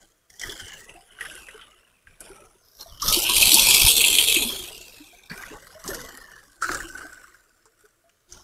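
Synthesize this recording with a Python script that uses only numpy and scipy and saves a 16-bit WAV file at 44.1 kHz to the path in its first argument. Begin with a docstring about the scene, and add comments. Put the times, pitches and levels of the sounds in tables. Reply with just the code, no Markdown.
"""A thin, uneven stream from a pump's outlet pipe first falls on open water in a full plastic drum outdoors,
then into foam: each surge is filtered drop noise and ringing bubbles that die away over a foam tail.
Just after 3 s it breaks over a hand into loud, bright spray; by 4.5 s it runs off the fingertips.
It then falls past the fingers, plunges from 6.6 s and ends shallow. Throughout, slaps (noise bursts
through resonances), plops (dying sines) and low noise of air on the microphone cross a quiet yard."""
import sys
import numpy as np
from scipy import signal
from scipy.io import wavfile
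from scipy.ndimage import uniform_filter1d

SR = 44100
rng = np.random.default_rng(int(sys.argv[2]) if len(sys.argv) > 2 else 0)


def transcribe(u):
    """Save the signal u as a 16-bit wav file named by the first command-line argument.

    u: samples, shape (n,) or (channels, n), limited to [-1, 1]; the rate is SR.
    q: integer samples, one column per channel.
    """
    v = np.clip(np.atleast_2d(u).T, -1, 1)
    q = np.round(v * 32767).astype(np.int16)
    wavfile.write(sys.argv[1], SR, q)


N = 371763
TIME_S = np.arange(N) / SR
FLOW_STEP = 32  # samples between computed surge levels
RUMBLE_EDGE_HZ, GURGLE_EDGE_HZ, SPRAY_EDGE_HZ, CUTOFF_HZ = 130, 1000, 4400, 15700


def amp(db):
    """Decibels to gain."""
    return 10 ** (np.asarray(db) / 20)


def unit(x):
    """Scales to rms 1."""
    return x / np.sqrt(np.mean(x ** 2) + 1e-20)


def steady(x, size=2600):
    """Holds the rms near 1 over about a tenth of a second and keeps the quicker grain."""
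    power = uniform_filter1d(uniform_filter1d(x ** 2, size), size)
    return x / np.sqrt(abs(power) + 1e-14)


def follow(rows):
    """Interpolates the columns of a curve to every sample."""
    time_s, *columns = np.transpose(rows)
    return [np.interp(TIME_S, time_s, column) for column in columns]


def add(mix, start_s, sound):
    """Mixes a sound in at its start time."""
    part = mix[max(round(start_s * SR), 0):][:len(sound)]
    part += sound[:len(part)]


def colour(x, spectrum, size=4096):
    """Minimum-phase filter with the given spectrum: causal, so that clicks stay sharp."""
    hz, db = np.transpose(spectrum)
    bin_hz = abs(np.fft.fftfreq(size, 1 / SR))
    log_gain = np.log(amp(np.interp(np.log(bin_hz + 1), np.log(hz), db)))
    taps = np.fft.ifft(np.exp(np.conj(signal.hilbert(log_gain)))).real
    return signal.oaconvolve(x, taps[:size // 2])[:len(x)]


def band(x, edge_hz, kind, order=5):
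    """Butterworth filter."""
    return signal.sosfilt(signal.butter(order, edge_hz, kind, fs=SR, output="sos"), x)


def resonate(x, hz, width_hz):
    """Resonance of peak gain 1 that may move: shift to 0 Hz, smooth, shift back."""
    turn = np.exp(2j * np.pi * np.cumsum(hz * np.ones(len(x))) / SR)
    r = np.exp(-np.pi * width_hz / SR)
    smoothed = signal.lfilter([1 - r], [1, -r], x / turn + 1e-18)
    return 2 * (turn * smoothed).real


def emphasise(x, hz, width_hz, db):
    """Adds a steep-sided resonance that may move."""
    return x + amp(db) * resonate(resonate(x, hz, width_hz), hz, width_hz)


def wander(per_s):
    """Smooth random curve of rms 1."""
    points = rng.standard_normal(max(int(2 * per_s * N / SR), 4))
    return unit(signal.resample(points, N // 8 + 1)).repeat(8)[:N]


def patchy(x, depth_db, size=(19, 3)):
    """Lets narrow bands swell and fade as the foam changes shape; size in (frames, bins)."""
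    z = signal.stft(x, nperseg=768, noverlap=640)[2]
    field = rng.standard_normal(z.shape)
    field = uniform_filter1d(field, size[0], axis=1)
    field = uniform_filter1d(field, size[1], axis=0)
    return signal.istft(z * amp(depth_db * unit(field)), nperseg=768, noverlap=640)[1][:N]


def bubble(hz, t60_s, rise, attack_cycles):
    """A dying sine whose pitch rises, by the share rise over t60, as the bubble nears the surface."""
    t = np.arange(int(max(t60_s, .002) * SR)) / SR
    onset = 1 - np.exp(-t * hz / attack_cycles)
    return onset * amp(-60 * t / t60_s) * np.sin(2 * np.pi * hz * t * (1 + rise * t / t60_s / 2))


# Spectrum of the quiet yard. Each row: frequency in Hz, relative density in dB per Hz.
YARD_SPECTRUM = [(59, -37.5), (100, 0), (228, -5.5), (655, 0), (809, -16), (1210, -1), (3470, -12.5),
                 (9370, -10.5), (15600, -14.5)]
YARD_DB = -69.5


def yard():
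    """Steady filtered noise of the quiet yard."""
    return amp(YARD_DB) * unit(colour(rng.standard_normal(N), YARD_SPECTRUM))


# Surges of the stream. Each row: start in seconds, rise in seconds, hold in seconds, splash fade in dB
# per second, then splash, gurgle and fine spray levels in dB before the trims in stream().
SURGES = [(0.0, 0.0019, 0.028, 143, -62.5, -63.5, -61), (0.295, 0.0066, 0.17, 92, -62, -68.6, -57),
          (0.385, 0.058, 0.024, 44, -39, -48.5, -42.5), (0.574, 0.014, 0.16, 232, -45, -71, -63),
          (0.735, 0.0053, 0.053, 249.5, -47.5, -56.5, -50), (0.86, 0.004, 0.11, 280, -55.5, -55.5, -75.8),
          (1.073, 0.032, 0.136, 121, -54.5, -64.7, -64), (1.186, 0.029, 0.16, 100, -45, -54, -49.5),
          (1.457, 0.0037, 0.078, 42.5, -50, -60, -60.5), (1.589, 0.0027, 0.016, 280, -46, -67.8, -66.8),
          (2.068, 0.006, 0.1, 173, -61.5, -70.0, -69), (2.195, 0.016, 0.053, 62, -53.5, -53.5, -53),
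          (2.29, 0.005, 0.13, 145, -56.2, -57, -67.4), (2.56, 0.21, 0.016, 46, -73, -69.5, -56.5),
          (2.784, 0.016, 0.012, 282, -43, -51.5, -44.5), (2.862, 0.009, 0.1, 57, -54.0, -63.5, -55.4),
          (3.002, 0.13, 0.015, 74, -25.6, -35, -21), (3.244, 0.18, 0.44, 42, -21, -36.5, -17.5),
          (3.244, 0.0083, 0.028, 106, -21, -39.5, -44), (3.967, 0.0029, 0.4, 107, -21.5, -40, -23.5),
          (4.387, 0.003, 0.032, 49.5, -29.5, -38, -46), (4.922, 0.029, 0.36, 58, -57, -65.5, -76),
          (5.298, 0.0022, 0.13, 66, -42.5, -49.5, -48.4), (5.494, 0.023, 0.023, 283, -52, -44.2, -65.5),
          (5.59, 0.04, 0.4, 17, -55, -59, -55.5), (5.831, 0.042, 0.055, 79, -40, -38.5, -40),
          (6.025, 0.003, 0.36, 261, -49, -65, -67), (6.606, 0.021, 0.041, 49, -33, -49, -41),
          (6.694, 0.0024, 0.0088, 130, -31, -35, -37.5), (6.909, 0.022, 0.088, 116, -39.5, -52.5, -54),
          (7.123, 0.0033, 0.12, 117.5, -50.0, -67, -61), (7.769, 0.027, 0.065, 279, -62.5, -74, -65.5),
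          (8.277, 0.068, 0.015, 134.5, -54.9, -54.5, -51.1)]
GURGLE_FADE, SPRAY_FADE = 0.87, 0.78  # shares of the splash fade
FOAM_DB, FOAM_FADE_DB_PER_S = -26.7, 18.5  # foam tail relative to its surge
TRICKLE_DB = -81.5  # thin trickle between surges, in each band before trims


def swell(start_s, rise_s, hold_s, fade_db_per_s):
    """Power of one surge: it builds, holds, then dies away quickly over its slowly dying foam."""
    age_s = TIME_S[::FLOW_STEP] - start_s
    late_s = np.maximum(age_s - rise_s - hold_s, 0)
    build = np.clip(age_s / max(rise_s, .002), 0, 1) ** 2
    surge = amp(-fade_db_per_s * late_s) ** 2
    foam_tail = amp(FOAM_DB - FOAM_FADE_DB_PER_S * late_s) ** 2
    return build * (surge + foam_tail)


def flow():
    """Levels in dB of the splash, the gurgle and the spray: all surges add power to the trickle."""
    power = amp(TRICKLE_DB) ** 2
    for start_s, rise_s, hold_s, fade, *levels_db in SURGES:
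        power = power + np.array([amp(db) ** 2 * swell(start_s, rise_s, hold_s, fade * share)
                                  for db, share in zip(levels_db, (1, GURGLE_FADE, SPRAY_FADE))])
    return [np.interp(TIME_S, TIME_S[::FLOW_STEP], 10 * np.log10(part)) for part in power]


# Spectrum of air on the microphone, before a 200 Hz low-pass.
# Each row: frequency in Hz, relative density in dB per Hz.
RUMBLE = [(8.8, -35), (15, 6), (43, 1), (59, -4), (80, -7), (102, -4), (134, -13.5), (200, -13.5),
          (260, -42.5), (440, -120)]
# Single gusts. Each row: centre in seconds, peak in dB before gust_db, time from the peak to 1/e power
# in seconds.
GUSTS = [(0.48, -42, .025), (0.64, -48, 0.025), (2.11, -54, 0.036), (2.92, -46, 0.033), (3.09, -30, 0.046),
         (3.41, -33.5, 0.06), (3.67, -34, 0.034), (3.85, -22, 0.02), (6.8, -44.5, .08), (8.35, -49, 0.028)]
# Buffeting level at the reference gurgle level, and its slope in dB per dB of gurgle.
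BUFFET_DB, AT_GURGLE_DB, BUFFET_SLOPE = -43.5, -37, .8


def wind(gurgle_db, gust_db, lumpy_db):
    """Lumpy low rumble of air on the microphone, rising with each surge and in single gusts."""
    rumble = band(colour(rng.standard_normal(N), RUMBLE), 200, "low")
    rumble = rumble * amp(lumpy_db * wander(per_s=14))
    power = amp(BUFFET_DB + BUFFET_SLOPE * (gurgle_db - AT_GURGLE_DB)) ** 2
    for centre_s, peak_db, width_s in GUSTS:
        shape = np.exp(-np.minimum(((TIME_S - centre_s) / width_s) ** 2, 50))
        power = power + amp(peak_db + gust_db) ** 2 * shape
    return np.sqrt(power) * steady(rumble, size=4400)


# Large bubbles. Each row: start in seconds, level in dB, starting pitch in Hz, ring time t60 in seconds.
PLOPS = [(0.488, -30.5, 372, 0.089), (0.889, -51, 404, 0.17), (0.955, -45, 703, 0.24),
         (1.544, -38.5, 427, 0.097), (2.209, -47, 630, 0.11), (2.302, -35.5, 374, 0.11),
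         (2.419, -40, 362, 0.081), (2.554, -48.5, 390, 0.096), (2.859, -43.5, 665, 0.16),
         (3.024, -26, 1146, 0.096), (3.169, -16, 340, 0.056), (3.292, -24.5, 986, 0.16),
         (3.529, -19.5, 313, 0.085), (3.545, -24, 209.3, 0.14), (3.569, -25.5, 877, 0.2),
         (3.668, -31, 890, 0.27), (3.862, -21, 910, 0.044), (4.366, -11.5, 334, 0.041),
         (4.409, -27, 263, 0.14), (4.449, -29, 230, 0.19), (5.002, -38.5, 296, 0.1), (5.13, -47, 690, 0.11),
         (5.311, -20.5, 186, 0.041), (5.514, -38.5, 422, 0.18), (5.54, -41, 828, 0.13),
         (5.75, -41.5, 622, 0.21), (5.887, -26, 376, 0.086), (5.949, -38, 472, 0.32),
         (6.702, -24.5, 337, 0.064), (6.839, -38, 321, 0.21), (7.043, -36, 310, 0.058),
         (7.05, -40.5, 670, 0.083), (7.655, -57, 440, 0.17), (7.837, -50, 416, 0.12),
         (8.04, -57, 668, 0.19)]


def plops(rise, twin):
    """Large pockets of air break off and ring, each with a weaker, smaller twin just after it."""
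    out = np.zeros(N)
    for (start_s, db, hz, t60_s), (lag, smaller) in zip(PLOPS, rng.random((len(PLOPS), 2))):
        add(out, start_s, amp(db) * bubble(hz, t60_s, rise, attack_cycles=1.0))
        twin_sound = bubble(hz * (1 + 0.11 * smaller), t60_s, rise, attack_cycles=1.5)
        add(out, start_s + 0.014 * lag, twin * amp(db) * twin_sound)
    return out


# Tone of the water in each landing place. Each row: frequency in Hz, relative density in dB per Hz.
OPEN_WATER = [(88, -52), (150, -0.5), (285, -6), (381, -1.5), (573, -7.5), (752, -7), (1070, -14.5),
              (1570, -4.5), (1990, -3), (2610, -22), (2980, -11), (3920, -16), (5140, -14.5), (8850, -18),
              (15600, -29.5)]
ON_HAND = [(88, -34), (150, -13), (205, -12.5), (285, -21), (326, -11), (573, -16.5), (913, -12.5),
           (1870, -24), (2560, 3), (2930, -3), (4070, -0.5), (6360, -11), (9950, -6.5), (13600, -10.5),
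           (15600, -25)]
IN_PALM = [(88, -70), (150, -26), (339, -17), (472, -10), (500, -22.5), (913, -21), (1840, -29), (2560, -1),
           (2980, -10), (3990, -2.5), (5340, -15), (7150, -7.5), (9760, -6.5), (13800, -13.5), (15600, -25)]
OFF_FINGERTIPS = [(88, -32), (150, -13), (381, -9), (500, -14), (737, -16), (812, -15), (1950, -16.5),
                  (2660, -6), (2980, -14), (3230, -2), (4580, -8.5), (13100, -13), (15600, -25)]
PAST_FINGERS = [(88, -38), (150, -2.5), (296, -7.5), (381, -6.5), (913, -11), (1090, 0.5), (1950, 2.5),
                (2190, -9.5), (2710, -16), (2930, -7), (3770, -14), (7290, -18.5), (8520, -20.5),
                (12300, -19.5), (15600, -34)]
PLUNGING = [(88, -32), (150, -12), (213, -8.5), (353, 1), (404, -8.5), (987, -15), (1480, -1),
            (2360, -19.5), (2930, -23), (3620, -28), (5660, -28), (6620, -32), (7430, -27.5),
            (13300, -38.5), (15600, -43)]
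IN_FOAM = [(88, -54), (150, -6.5), (308, -12.5), (381, -7.5), (828, -14), (1570, -5), (1770, -11.5),
           (1950, -6.5), (2270, -11.5), (3040, -5), (4150, -19), (5340, -11.5), (6880, -15.5),
           (10500, -9.5), (15600, -35)]
GRAZING = [(88, -62), (150, -15), (249, -10), (656, -11.5), (828, -16), (1200, -2), (1350, -10.5),
           (2320, -16.5), (2460, -26), (3040, -10.5), (3350, -7), (5450, -1.5), (7730, -17.5),
           (13300, -7.5), (15600, -27)]
SHALLOW = [(88, -38), (150, -9.5), (249, -18.5), (374, -4), (500, -22), (619, -16), (723, -22), (1400, -5),
           (2560, -14.5), (6360, 2.5), (7430, -8), (14400, -17), (15600, -27)]
# Landing places in turn. Each row: start in seconds, tone table.
LANDINGS = [(0, OPEN_WATER), (.87, IN_FOAM), (2.64, GRAZING), (3.13, ON_HAND), (3.92, IN_PALM),
            (4.5, OFF_FINGERTIPS), (5.3, PAST_FINGERS), (6.58, PLUNGING), (8.1, SHALLOW)]


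def landed(x, fade_s=0.022):
    """Gives a sound the tone of the place where the stream lands at each moment."""
    out = np.zeros(N)
    for start_s, tone in LANDINGS:
        share = np.clip((TIME_S - start_s) / fade_s + 1, 0, 1)
        out = (1 - share) * out + share * unit(colour(x, tone))
    return out


# Droplet size, heard as the centre of the spray. Each row: time in seconds, frequency in Hz.
SIZZLE = [(0.0, 6950), (0.48, 5450), (0.85, 7540), (1.2, 10700), (1.7, 8100), (2.2, 10200), (2.33, 7500),
          (2.75, 5430), (3.1, 6000), (3.4, 9400), (3.72, 6900), (3.86, 9500), (4.08, 7300), (4.45, 9000),
          (5.05, 8000), (5.3, 4750), (5.48, 8000), (5.65, 6000), (5.98, 6400), (6.19, 10400), (6.4, 6500),
          (6.65, 6400), (7.1, 7800), (8.43, 5980)]
# Lumps of water. Each row: start in seconds, ring peak in dB before ring_db, ring pitch in Hz,
# crack peak in dB, time constant of the exciting noise in seconds.
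SLAPS = [(0.3016, -49, 2080, -41, 0.0045), (0.396, -33.5, 3500, -26, 0.0051),
         (0.414, -32, 2180, -24.5, .006), (0.4345, -24, 1960, -35, 0.01),
         (0.495, -29.5, 3400, -26.5, 0.0053), (0.597, -34.5, 1460, -29, 0.0061),
         (0.68, -38, 1620, -33, 0.0084), (0.893, -33, 2590, -55, 0.0082), (1.1868, -34, 1490, -53, 0.0099),
         (1.2084, -21.5, 1840, -32.5, 0.014), (1.2505, -30, 1740, -35.5, .012),
         (1.299, -35, 2760, -42, .005), (1.3528, -48, 2570, -30, 0.0031),
         (1.4856, -31.5, 1920, -40, 0.0057), (1.612, -37.5, 3180, -58, 0.015),
         (2.0705, -40, 1660, -56, 0.0072), (2.2052, -49, 1580, -28.5, 0.0088),
         (2.809, -42, 4230, -27.5, 0.0043), (2.998, -33, 3000, -35, 0.013),
         (3.02, -30, 1180, -14.5, 0.0097), (3.08, -20, 3500, -9.5, 0.022), (3.137, -8.5, 4510, -26, .006),
         (3.3644, -14, 2370, -4, 0.0076), (3.4274, -6, 2540, -13, 0.0046), (3.505, -19, 3400, -12, 0.017),
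         (3.542, -10, 4460, 0.5, 0.007), (3.5818, -14, 2730, -22, 0.0083),
         (3.6182, -17, 3880, -11.5, 0.0081), (3.705, -10, 3270, -9, 0.036),
         (3.7394, -12.5, 2270, -4, 0.011), (3.7971, -15, 2640, -8, 0.0064), (3.8817, -7.5, 3200, -4, 0.019),
         (4.0069, -10, 2500, -14.5, 0.0056), (4.0398, -5.5, 2580, -40, 0.011),
         (4.1847, -2.5, 3060, -9, 0.006), (4.2953, -16, 2660, -16.5, 0.012), (4.3573, -10, 2450, -28, .008),
         (4.5608, -26, 3263, -38, .006), (5.2973, -34.5, 4550, -55, 0.023),
         (5.3116, -27.5, 1680, -51, 0.016), (5.434, -29, 1880, -39, 0.0034), (5.84, -53, 1430, -28, 0.0036),
         (5.8779, -37, 1800, -16.5, 0.011), (5.945, -34, 1950, -23, 0.0083), (6.1735, -40, 1430, -29, .004),
         (6.6218, -15.5, 1360, -22.5, .012), (6.6413, -17, 1430, -26, 0.012),
         (6.6925, -13.5, 1440, -37, 0.0023), (6.7144, -20, 1430, -31, 0.0053),
         (6.7458, -19.5, 1480, -20.5, 0.007), (6.8032, -25.5, 1710, -32, 0.0086),
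         (6.977, -30, 1520, -36, 0.0095), (7.006, -32, 1430, -44, 0.0066),
         (7.1287, -34.5, 1490, -38, 0.0043), (7.343, -42.5, 1570, -54, 0.013),
         (7.6553, -50.5, 989, -45, 0.011), (7.85, -52, 1220, -62.5, 0.015),
         (8.094, -51.5, 2825, -52.5, .005), (8.3232, -54, 1460, -26.5, .004)]


def slaps(ring_db, ring_width_hz, crack_width_hz, size=3000):
    """A lump of water cracks on the surface and rings the cavity that it opens."""
    out = np.zeros(N)
    t = np.arange(size) / SR
    for start_s, ring_peak_db, ring_hz, crack_peak_db, decay_s in SLAPS:
        tone = [tone for since_s, tone in LANDINGS if since_s <= start_s][-1]
        body, spray = rng.standard_normal((2, size)) * np.exp(-t / decay_s)
        ring = resonate(colour(body, tone), ring_hz, ring_width_hz)
        crack_hz = np.interp(start_s, *np.transpose(SIZZLE))
        crack = band(colour(spray, tone), SPRAY_EDGE_HZ, "high")
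        crack = resonate(crack, crack_hz, crack_width_hz)
        add(out, start_s, amp(ring_peak_db + ring_db) * ring / abs(ring).max())
        add(out, start_s, amp(crack_peak_db) * crack / abs(crack).max())
    return out


def strikes(per_s, spread_db):
    """Random impulses, most small and a few large."""
    chance, size = rng.random((2, N))
    hit = np.flatnonzero(chance < per_s / SR)
    train = np.zeros(N)
    train[hit] = amp(spread_db * np.minimum(-np.log(1 - size[hit]), 4))
    return train


def drops(per_s, spread_db, burst_s, wash):
    """Each drop bursts into a brief puff of droplets over a wash of smaller ones."""
    r = np.exp(-2 / (burst_s * SR))
    power = signal.lfilter([1], [1, -r], strikes(per_s, spread_db) ** 2)
    return unit(np.sqrt(power / power.mean() + abs(wash)) * rng.standard_normal(N))


def foam(cycles, spread_db, rise, count=2600):
    """Bubbles of all sizes; each rings for a few dozen cycles, so the small ones tend to be briefest."""
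    out = np.zeros(N)
    for when, pitch, size, life in rng.random((count, 4)):
        hz = 220 * (3800 / 220) ** np.sqrt(pitch)
        loudness = amp(spread_db * min(-np.log(1 - size), 3)) * hz ** .3
        t60_s = cycles * (.5 + life) / hz
        add(out, when * N / SR, loudness * bubble(hz, t60_s, rise, 0.43))
    return unit(out)


WAVER, SWELL_DB = .016, 2.5  # rms wander of a ring's pitch (share) and strength


def pocket(ring):
    """Pitch and strength of one ring of the air pocket, which never keeps still."""
    hz, db = follow(ring)
    return hz * (1 + WAVER * wander(per_s=14)), db + SWELL_DB * wander(per_s=12)


# Two rings of the air pocket under the stream, wandering as it changes shape.
# Each row: time in seconds, mean pitch in Hz, mean strength in dB.
LOWER_RING = [(0.0, 1530, 2), (0.42, 1960, 5), (0.62, 1480, 2), (0.9, 2050, 10.5), (1.02, 1500, -6),
              (1.25, 1880, 4), (1.36, 1470, 8), (1.5, 1920, -2), (1.65, 1200, 3), (2.1, 1590, 3),
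              (2.4, 1250, 11.5), (2.82, 1550, 10.5), (2.95, 1310, -8), (3.15, 1300, 8), (3.7, 2340, -3),
              (4.1, 2100, 5), (4.7, 1590, -27.5), (5.2, 1560, 9), (5.75, 1480, -3), (6.03, 2010, 3),
              (6.38, 1705, 13), (6.63, 1473, 6.5), (6.85, 1600, 0), (6.92, 1535, 9.5), (7.5, 1486, 0),
              (8.43, 1400, 1.5)]
UPPER_RING = [(0.05, 3250, 16), (0.5, 3350, 13), (0.9, 2550, 11), (1.08, 3060, 2), (1.28, 2960, -8),
              (1.48, 2520, 12), (1.6, 3050, 8), (1.8, 2780, 5), (2.05, 2470, 13), (2.38, 2440, 8),
              (2.57, 2140, -6), (2.66, 3800, 1), (2.83, 4270, 15), (2.87, 3720, -4), (2.92, 3080, 17),
              (3.3, 3020, -3), (3.7, 3390, -2.5), (4.2, 3200, 1), (4.58, 3290, 8.5), (4.82, 2780, 11),
              (5.15, 2380, 12), (5.45, 2440, 18), (5.65, 2960, 4), (6.72, 2900, -8), (6.86, 2940, 17.5),
              (6.95, 2904, 1.5), (8.43, 3100, 3)]


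def stream(splash_level_db, gurgle_level_db, spray_level_db, splash_trim_db, spray_trim_db,
           lower_width_hz, upper_width_hz, sizzle_db, sizzle_width_hz, clump_db):
    """Drops and bubbles arrive in clumps, take the tone of the landing place and ring the air pocket."""
    lower_hz, lower_db = pocket(LOWER_RING)
    upper_hz, upper_db = pocket(UPPER_RING)
    clumps = amp(clump_db * wander(per_s=32))
    impacts = drops(per_s=380, spread_db=3, burst_s=.0026, wash=.5)
    bubbles = foam(cycles=55, spread_db=2.2, rise=.08)
    churn = patchy(impacts, depth_db=2.8, size=(27, 8)) * clumps
    # a heavy splash merges into a dense rush; in a light one single bubbles ring out
    light = np.clip((-22 - splash_level_db) / 10, .35, 1)

    # deep down the water rolls too slowly to follow single drops
    rolling = patchy(rng.standard_normal(N), depth_db=2.8) * clumps
    gurgle = landed(rolling + .5 * light * bubbles)
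    gurgle = band(gurgle, [RUMBLE_EDGE_HZ, GURGLE_EDGE_HZ], "band")

    ringing = patchy(churn, depth_db=2.6) + .5 * bubbles
    splash = landed(light * ringing + (1 - light) * churn)
    splash = band(splash, [GURGLE_EDGE_HZ, SPRAY_EDGE_HZ], "band")
    splash = emphasise(splash, lower_hz, lower_width_hz, lower_db)
    # a stronger splash tears the pocket open and broadens its upper ring
    wide = np.clip((splash_level_db + 58) / 20, .2, 1)
    narrow_ring = emphasise(splash, upper_hz, upper_width_hz, upper_db)
    broad_ring = emphasise(splash, upper_hz, 2 * upper_width_hz, upper_db)
    splash = (1 - wide) * narrow_ring + wide * broad_ring

    # the finest droplets crackle with the same impacts, in clusters of like size
    clusters = patchy(churn, depth_db=2.6, size=(25, 13))
    spray = band(landed(light * clusters + (1 - light) * churn), SPRAY_EDGE_HZ, "high")
    spray = emphasise(spray, follow(SIZZLE)[0], sizzle_width_hz, sizzle_db + 20 * np.log10(light))

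    return (amp(splash_level_db + splash_trim_db) * steady(splash)
            + amp(gurgle_level_db) * steady(gurgle)
            + amp(spray_level_db + spray_trim_db) * steady(spray))


def scene():
    """The quiet yard, air on the microphone, and the stream with its plops and slaps."""
    splash_db, gurgle_db, spray_db = flow()
    mix = yard()
    mix += wind(gurgle_db, gust_db=-1.5, lumpy_db=3.0)
    mix += plops(rise=0.038, twin=0.69)
    mix += slaps(ring_db=0.5, ring_width_hz=200, crack_width_hz=3300)
    mix += stream(splash_db, gurgle_db, spray_db, splash_trim_db=-0.77, spray_trim_db=0.46,
                  lower_width_hz=183, upper_width_hz=260, sizzle_db=-10, sizzle_width_hz=1500,
                  clump_db=1.58)
    return mix[None]


def record(dry):
    """Clips peaks at full scale, then limits the band."""
    lowpass = signal.firwin(401, CUTOFF_HZ, window=("kaiser", 8), fs=SR)
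    return signal.oaconvolve(np.clip(dry, -1, 1), lowpass[None], "same")


dry = scene()
out = record(dry)
transcribe(out)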